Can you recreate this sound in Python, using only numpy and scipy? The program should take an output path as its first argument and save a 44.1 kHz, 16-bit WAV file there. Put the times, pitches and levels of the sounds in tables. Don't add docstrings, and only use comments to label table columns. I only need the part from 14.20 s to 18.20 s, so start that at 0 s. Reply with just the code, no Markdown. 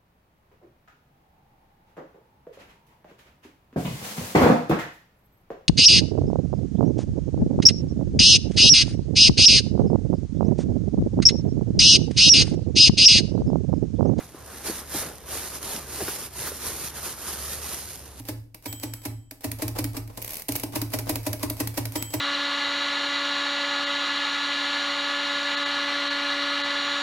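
import sys
import numpy as np
from scipy import signal
from scipy.fft import rfft, irfft
from scipy.io import wavfile
from scipy.ndimage import uniform_filter1d, map_coordinates

SR = 44100
rng = np.random.default_rng(int(sys.argv[2]) if len(sys.argv) > 2 else 0)


def pcm_store(signal):
    levels = np.round(np.clip(np.atleast_2d(signal), -1, 1) * 32767)
    wavfile.write(sys.argv[1], SR, levels.astype(np.int16).T)


N = 176400
T = np.arange(N) / SR
FREQS_HZ = np.maximum(np.arange(N // 2 + 1) * SR / N, 1)

# frequency in Hz, relative level in dB.
PILE_SPECTRUM = [(1200, -3.5), (2300, -6), (3200, -5.5), (4500, -2.5), (6500, -2.5), (8500, 1.5),
                 (10000, 1), (12000, -4.5), (13500, -1), (14300, -2.5), (15500, -30)]
PILE_SLIPS_PER_S, PILE_SPREAD_DB = 16000, 3
FLUTTER_PER_S = 70


def undb(db):
    return 10 ** (np.asarray(db) / 20)


def unit(x):
    return x / np.sqrt(np.mean(x ** 2))


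def over_hz(points):
    hz, value = np.array(points, float).T
    return np.interp(np.log(FREQS_HZ), np.log(hz), value)


def colour(x, points):
    return unit(irfft(rfft(x) * undb(over_hz(points)), N))


def resonate(x, hz, width_hz):
    b, a = signal.iirpeak(hz, hz / width_hz, fs=SR)
    return unit(signal.lfilter(b, a, signal.lfilter(b, a, x)))


def walk(per_s):
    hold = int(SR / per_s)
    return 1.01 * uniform_filter1d(rng.standard_normal(N)[np.arange(N) // hold], hold)


def swell(start_s, attack_s, decay_s):
    age_s = np.maximum(T - start_s, 0)
    return (1 - np.exp(-age_s / attack_s)) * np.exp(-age_s / decay_s)


def slips(per_s, spread_db):
    chance = np.clip(per_s / SR, .001, 1)
    happens = rng.random(N) < chance
    size = undb(spread_db * np.minimum(rng.exponential(size=N), 6))
    return happens * size * rng.choice([-1, 1], N) / np.sqrt(chance)


def stereo(pair):
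    # frequency in Hz,
    # likeness from 0 to 1.
    stereo_likeness = [(100, 0.86), (380, 0.73), (620, 0.47), (1400, 0.98), (2300, 0.71), (2900, 0.81),
                       (4000, 0.63), (5200, 0.5), (6100, 0.13), (8000, 1), (9300, 0.59), (10200, 1),
                       (11000, 0.99), (12500, 1), (13500, 0.56), (14500, 1)]
    # frequency in Hz, left minus right in dB.
    port_balance = [(100, -1), (2000, -0.1), (3200, -1), (4600, -3), (6200, -8), (7800, -1.5), (10000, 0)]
    # frequency in Hz, lead of the left port in radians.
    port_phase = [(100, 0), (1500, -.15), (3200, -.3), (4300, -1), (5600, -1.1), (6400, -3), (8200, -3.1),
                  (10200, -1.1), (10700, 0), (13000, 0), (13900, 3)]
    shared, opposed = rfft(pair)
    likeness = np.clip(over_hz(stereo_likeness), 0, 1)
    side = np.array([[1], [-1]])
    heard = shared * np.sqrt((1 + likeness) / 2) + side * opposed * np.sqrt((1 - likeness) / 2)
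    tilt = undb(side * over_hz(port_balance) / 2)
    lag = np.exp(.5j * side * over_hz(port_phase))
    return irfft(heard * tilt * lag, N)


def garden():
    # time in seconds, level in dB.
    hum_levels = [(0, -57), (.4, -49.5), (.66, -49), (1.0, -50.5), (1.28, -52.5), (1.7, -49.5), (2.1, -53),
                  (2.6, -45.5), (2.92, -57), (3.12, -45.5), (3.36, -45), (3.6, -50.5), (4, -46)]
    # frequency in Hz, relative level in dB.
    air_spectrum = [(20, -26), (45, 0), (100, 2), (140, -1.5), (220, -8.5), (420, -9.5), (700, -12),
                    (1500, -22.5), (3000, -24), (10000, -26), (15500, -41)]
    air_db, waver_db = -48.5, 3
    hum_hz = 70 + 2.47 * walk(per_s=25.32)
    hum = unit(np.sin(2 * np.pi * np.cumsum(hum_hz) / SR) * undb(waver_db * walk(per_s=10)))
    hum_db = np.interp(T, *np.array(hum_levels).T)
    air = np.array([colour(rng.standard_normal(N), air_spectrum) for _ in range(2)])
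    return undb(hum_db) * hum + undb(air_db) * stereo(air)


def puffs():
    # start in seconds, gain in dB, centre in Hz, decay in seconds.
    pushes = [(0.495, -30.5, 184, 0.015), (.749, -27, 182, 0.015), (.85, -39, 167, .03),
              (1.531, -34.5, 135, 0.033), (1.808, -32, 188, 0.017), (1.815, -28, 89.6, 0.025),
              (2.189, -37, 131, .025), (2.46, -37.5, 75, 0.061), (2.625, -37, 109, 0.031)]
    out = np.zeros(N)
    for start_s, db, hz, decay_s in pushes:
        air = resonate(rng.standard_normal(N), hz, width_hz=.96 * hz)
        out += undb(db) * swell(start_s, attack_s=.011, decay_s=decay_s) * air
    return out


def flaps():
    # start in seconds, gain in dB, starting pitch in Hz, decay in seconds.
    thuds = [(.1455, -26, 340, .0045), (.482, -21.5, 400, .0048), (.496, -22.5, 373, .0095),
             (.744, -24, 358, .012), (1.545, -35.5, 274, .028), (1.803, -22.5, 480, .011),
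             (1.807, -31, 850, .011), (1.816, -27, 380, .016), (1.882, -21, 440, .005),
             (2.218, -30.5, 540, .006), (2.277, -33, 517, .009), (2.316, -23.5, 480, .0045),
             (2.492, -33, 500, .02), (2.61, -36, 420, .014), (2.86, -36, 420, .016)]
    sag_share, sag_s, noise_db = .42, .0245, -8
    out = np.zeros(N)
    for start_s, db, hz, decay_s in thuds:
        age_s = np.maximum(T - start_s, 0)
        cycles = hz * ((1 - sag_share) * age_s + sag_share * sag_s * (1 - np.exp(-age_s / sag_s)))
        noise = resonate(rng.standard_normal(N), hz, width_hz=1.1 * hz)
        thud = np.sin(2 * np.pi * cycles) + undb(noise_db) * noise
        out += undb(db) * swell(start_s, attack_s=.0022, decay_s=decay_s) * thud
    return out


def snaps():
    # start in seconds, gain in dB, decay in seconds.
    pulls = [(1.806, -33, .01), (1.882, -24, .008), (2.22, -32, .003), (2.259, -34, .012),
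             (2.27, -28.5, .013)]
    # frequency in Hz, relative level in dB.
    snap_spectrum = [(200, -4.5), (600, -7), (1400, -4), (3000, -15), (8000, -20), (15000, -14)]
    attack_s = .0021
    tick_start_s, tick_db, tick_hz, tick_decay_s = 1.8808, -18, 1600, .0006
    bursts = sum(undb(db) * swell(start_s, attack_s, decay_s) for start_s, db, decay_s in pulls)
    age_s = np.maximum(T - tick_start_s, 0)
    tick = undb(tick_db) * np.exp(-age_s / tick_decay_s) * np.sin(2 * np.pi * tick_hz * age_s)
    return bursts * colour(rng.standard_normal(N), snap_spectrum) + tick


def catches():
    # start in seconds, level in dB.
    snags = [(.383, -33), (.983, -34.5), (1.429, -25.5), (3.333, -22.5), (3.757, -30)]
    decay_s = .00097
    gain = sum(undb(db) * (T >= start_s) * np.exp(-np.abs(T - start_s) / decay_s)
               for start_s, db in snags)
    return gain * np.array([colour(rng.standard_normal(N), PILE_SPECTRUM) for _ in range(2)])


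def swipe():
    rasp = np.array([resonate(slips(PILE_SLIPS_PER_S, PILE_SPREAD_DB), hz=4500, width_hz=680)
                     for _ in range(2)])
    return undb(-28.5) * swell(start_s=.461, attack_s=.014, decay_s=.017) * rasp


def body_reflections(pair):
    lags_s = [0.000493, .0013, .0029]
    reflection_db = -16.5
    out = pair.copy()
    for lag_s in lags_s:
        delayed_s = T - lag_s * np.exp(.349 * walk(per_s=7))
        reflection = np.array([map_coordinates(x, [delayed_s * SR], mode="mirror") for x in pair])
        out += undb(reflection_db) * reflection
    return out


def creases(stroke_db):
    # frequency in Hz, relative level in dB.
    crease_spectrum = [(400, -21), (1000, -10), (2000, 2), (5000, 1), (10000, 2.5), (15000, -1)]
    decay_s = .0022
    impulses = np.abs(slips(per_s=140, spread_db=2.5))
    grip = unit(signal.lfilter([1], [1, -np.exp(-1 / (decay_s * SR))], impulses))
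    scratch = np.array([colour(grip * rng.standard_normal(N), crease_spectrum) for _ in range(2)])
    return undb(stroke_db - 11) * scratch


def folds(stroke_db):
    # frequency in Hz, relative level in dB.
    fold_spectrum = [(50, -51), (100, -9.5), (200, -3), (420, 4), (650, -0.5), (850, -0.5), (1250, -2),
                     (1650, -3), (2300, -12), (4000, -17), (8000, -58)]
    trim_db, flutter_db = 1.5, 1.26
    gain = undb(stroke_db + trim_db + flutter_db * walk(FLUTTER_PER_S))
    return gain * np.array([colour(slips(per_s=5000, spread_db=2), fold_spectrum) for _ in range(2)])


def pile(stroke_db):
    trim_db, flutter_db = .5, 1
    full_rub_db, thinning_power = -34.5, .9
    gain = undb(stroke_db + trim_db + flutter_db * walk(FLUTTER_PER_S))
    per_s = PILE_SLIPS_PER_S * undb(thinning_power * (stroke_db - full_rub_db))
    return gain * np.array([colour(slips(per_s, PILE_SPREAD_DB), PILE_SPECTRUM) for _ in range(2)])


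def scene():
    # time in seconds, pile hiss drive in dB, fold rustle drive in dB.
    strokes = [(0.0, -48, -44), (0.01, -48.5, -42.5), (0.05, -46.5, -51.5), (0.07, -53.5, -59),
               (0.13, -55.5, -61), (0.15, -51, -48), (0.24, -50.0, -53), (0.33, -44, -44.5),
               (0.38, -42.5, -48.5), (0.433, -42, -49.5), (0.452, -34, -38), (0.474, -30.0, -38.5),
               (0.529, -36, -44), (0.59, -37, -48), (0.62, -43.5, -45.5), (0.672, -49.5, -52.5),
               (0.741, -31, -42), (0.785, -28.3, -42), (0.836, -35, -38), (0.88, -39.5, -41.5),
               (0.918, -46.5, -44.5), (0.99, -52, -56.5), (1.05, -53, -51), (1.09, -37, -44.5),
               (1.168, -31.5, -40.5), (1.24, -37, -44.5), (1.27, -35.5, -40.5), (1.29, -39, -54),
               (1.32, -40, -43), (1.361, -35.5, -43.5), (1.4, -44.5, -52), (1.432, -36, -42.5),
               (1.54, -32.5, -41.5), (1.57, -33.5, -41), (1.605, -41, -46), (1.66, -45.5, -50),
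               (1.74, -36, -45), (1.82, -33, -39.5), (1.86, -34, -47), (1.875, -33.5, -42),
               (1.895, -33, -46.5), (1.96, -36, -46), (2.061, -37.5, -48.5), (2.101, -50.5, -56),
               (2.189, -34.0, -45.5), (2.22, -32, -46), (2.245, -34, -42), (2.281, -30, -48),
               (2.308, -38.5, -47.5), (2.4, -39.5, -49.5), (2.471, -30.5, -40), (2.485, -32, -50),
               (2.54, -35, -43), (2.57, -36, -46.5), (2.661, -33, -51), (2.728, -45, -49),
               (2.769, -36, -45.5), (2.809, -38.5, -47.5), (2.861, -31, -45), (2.899, -35, -44),
               (2.96, -43.5, -51), (3.03, -38, -47), (3.096, -32, -42), (3.135, -35.5, -44),
               (3.17, -36, -44.5), (3.22, -36, -47.5), (3.339, -33.5, -46.5), (3.4, -38, -49.5),
               (3.43, -36.5, -46), (3.532, -34, -45.5), (3.6, -37.5, -52.5), (3.67, -40.5, -57),
               (3.752, -39.5, -58), (3.77, -45, -57), (3.93, -50.5, -55.5), (3.97, -49.5, -62),
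               (4.0, -42, -70)]
    times_s, pile_points_db, fold_points_db = np.array(strokes).T
    pile_db = np.interp(T, times_s, pile_points_db)
    fold_db = np.interp(T, times_s, fold_points_db)
    rubbing = body_reflections(pile(pile_db) + folds(fold_db) + creases(pile_db))
    return stereo(rubbing + catches() + swipe()) + flaps() + puffs() + snaps() + garden()


def record(dry):
    low_cut_hz, high_cut_hz = 45, 15700
    dry = signal.sosfilt(signal.butter(2, low_cut_hz, "high", fs=SR, output="sos"), dry)
    return signal.sosfilt(signal.ellip(10, .2, 80, high_cut_hz, fs=SR, output="sos"), dry)


dry = scene()
out = record(dry)
pcm_store(out)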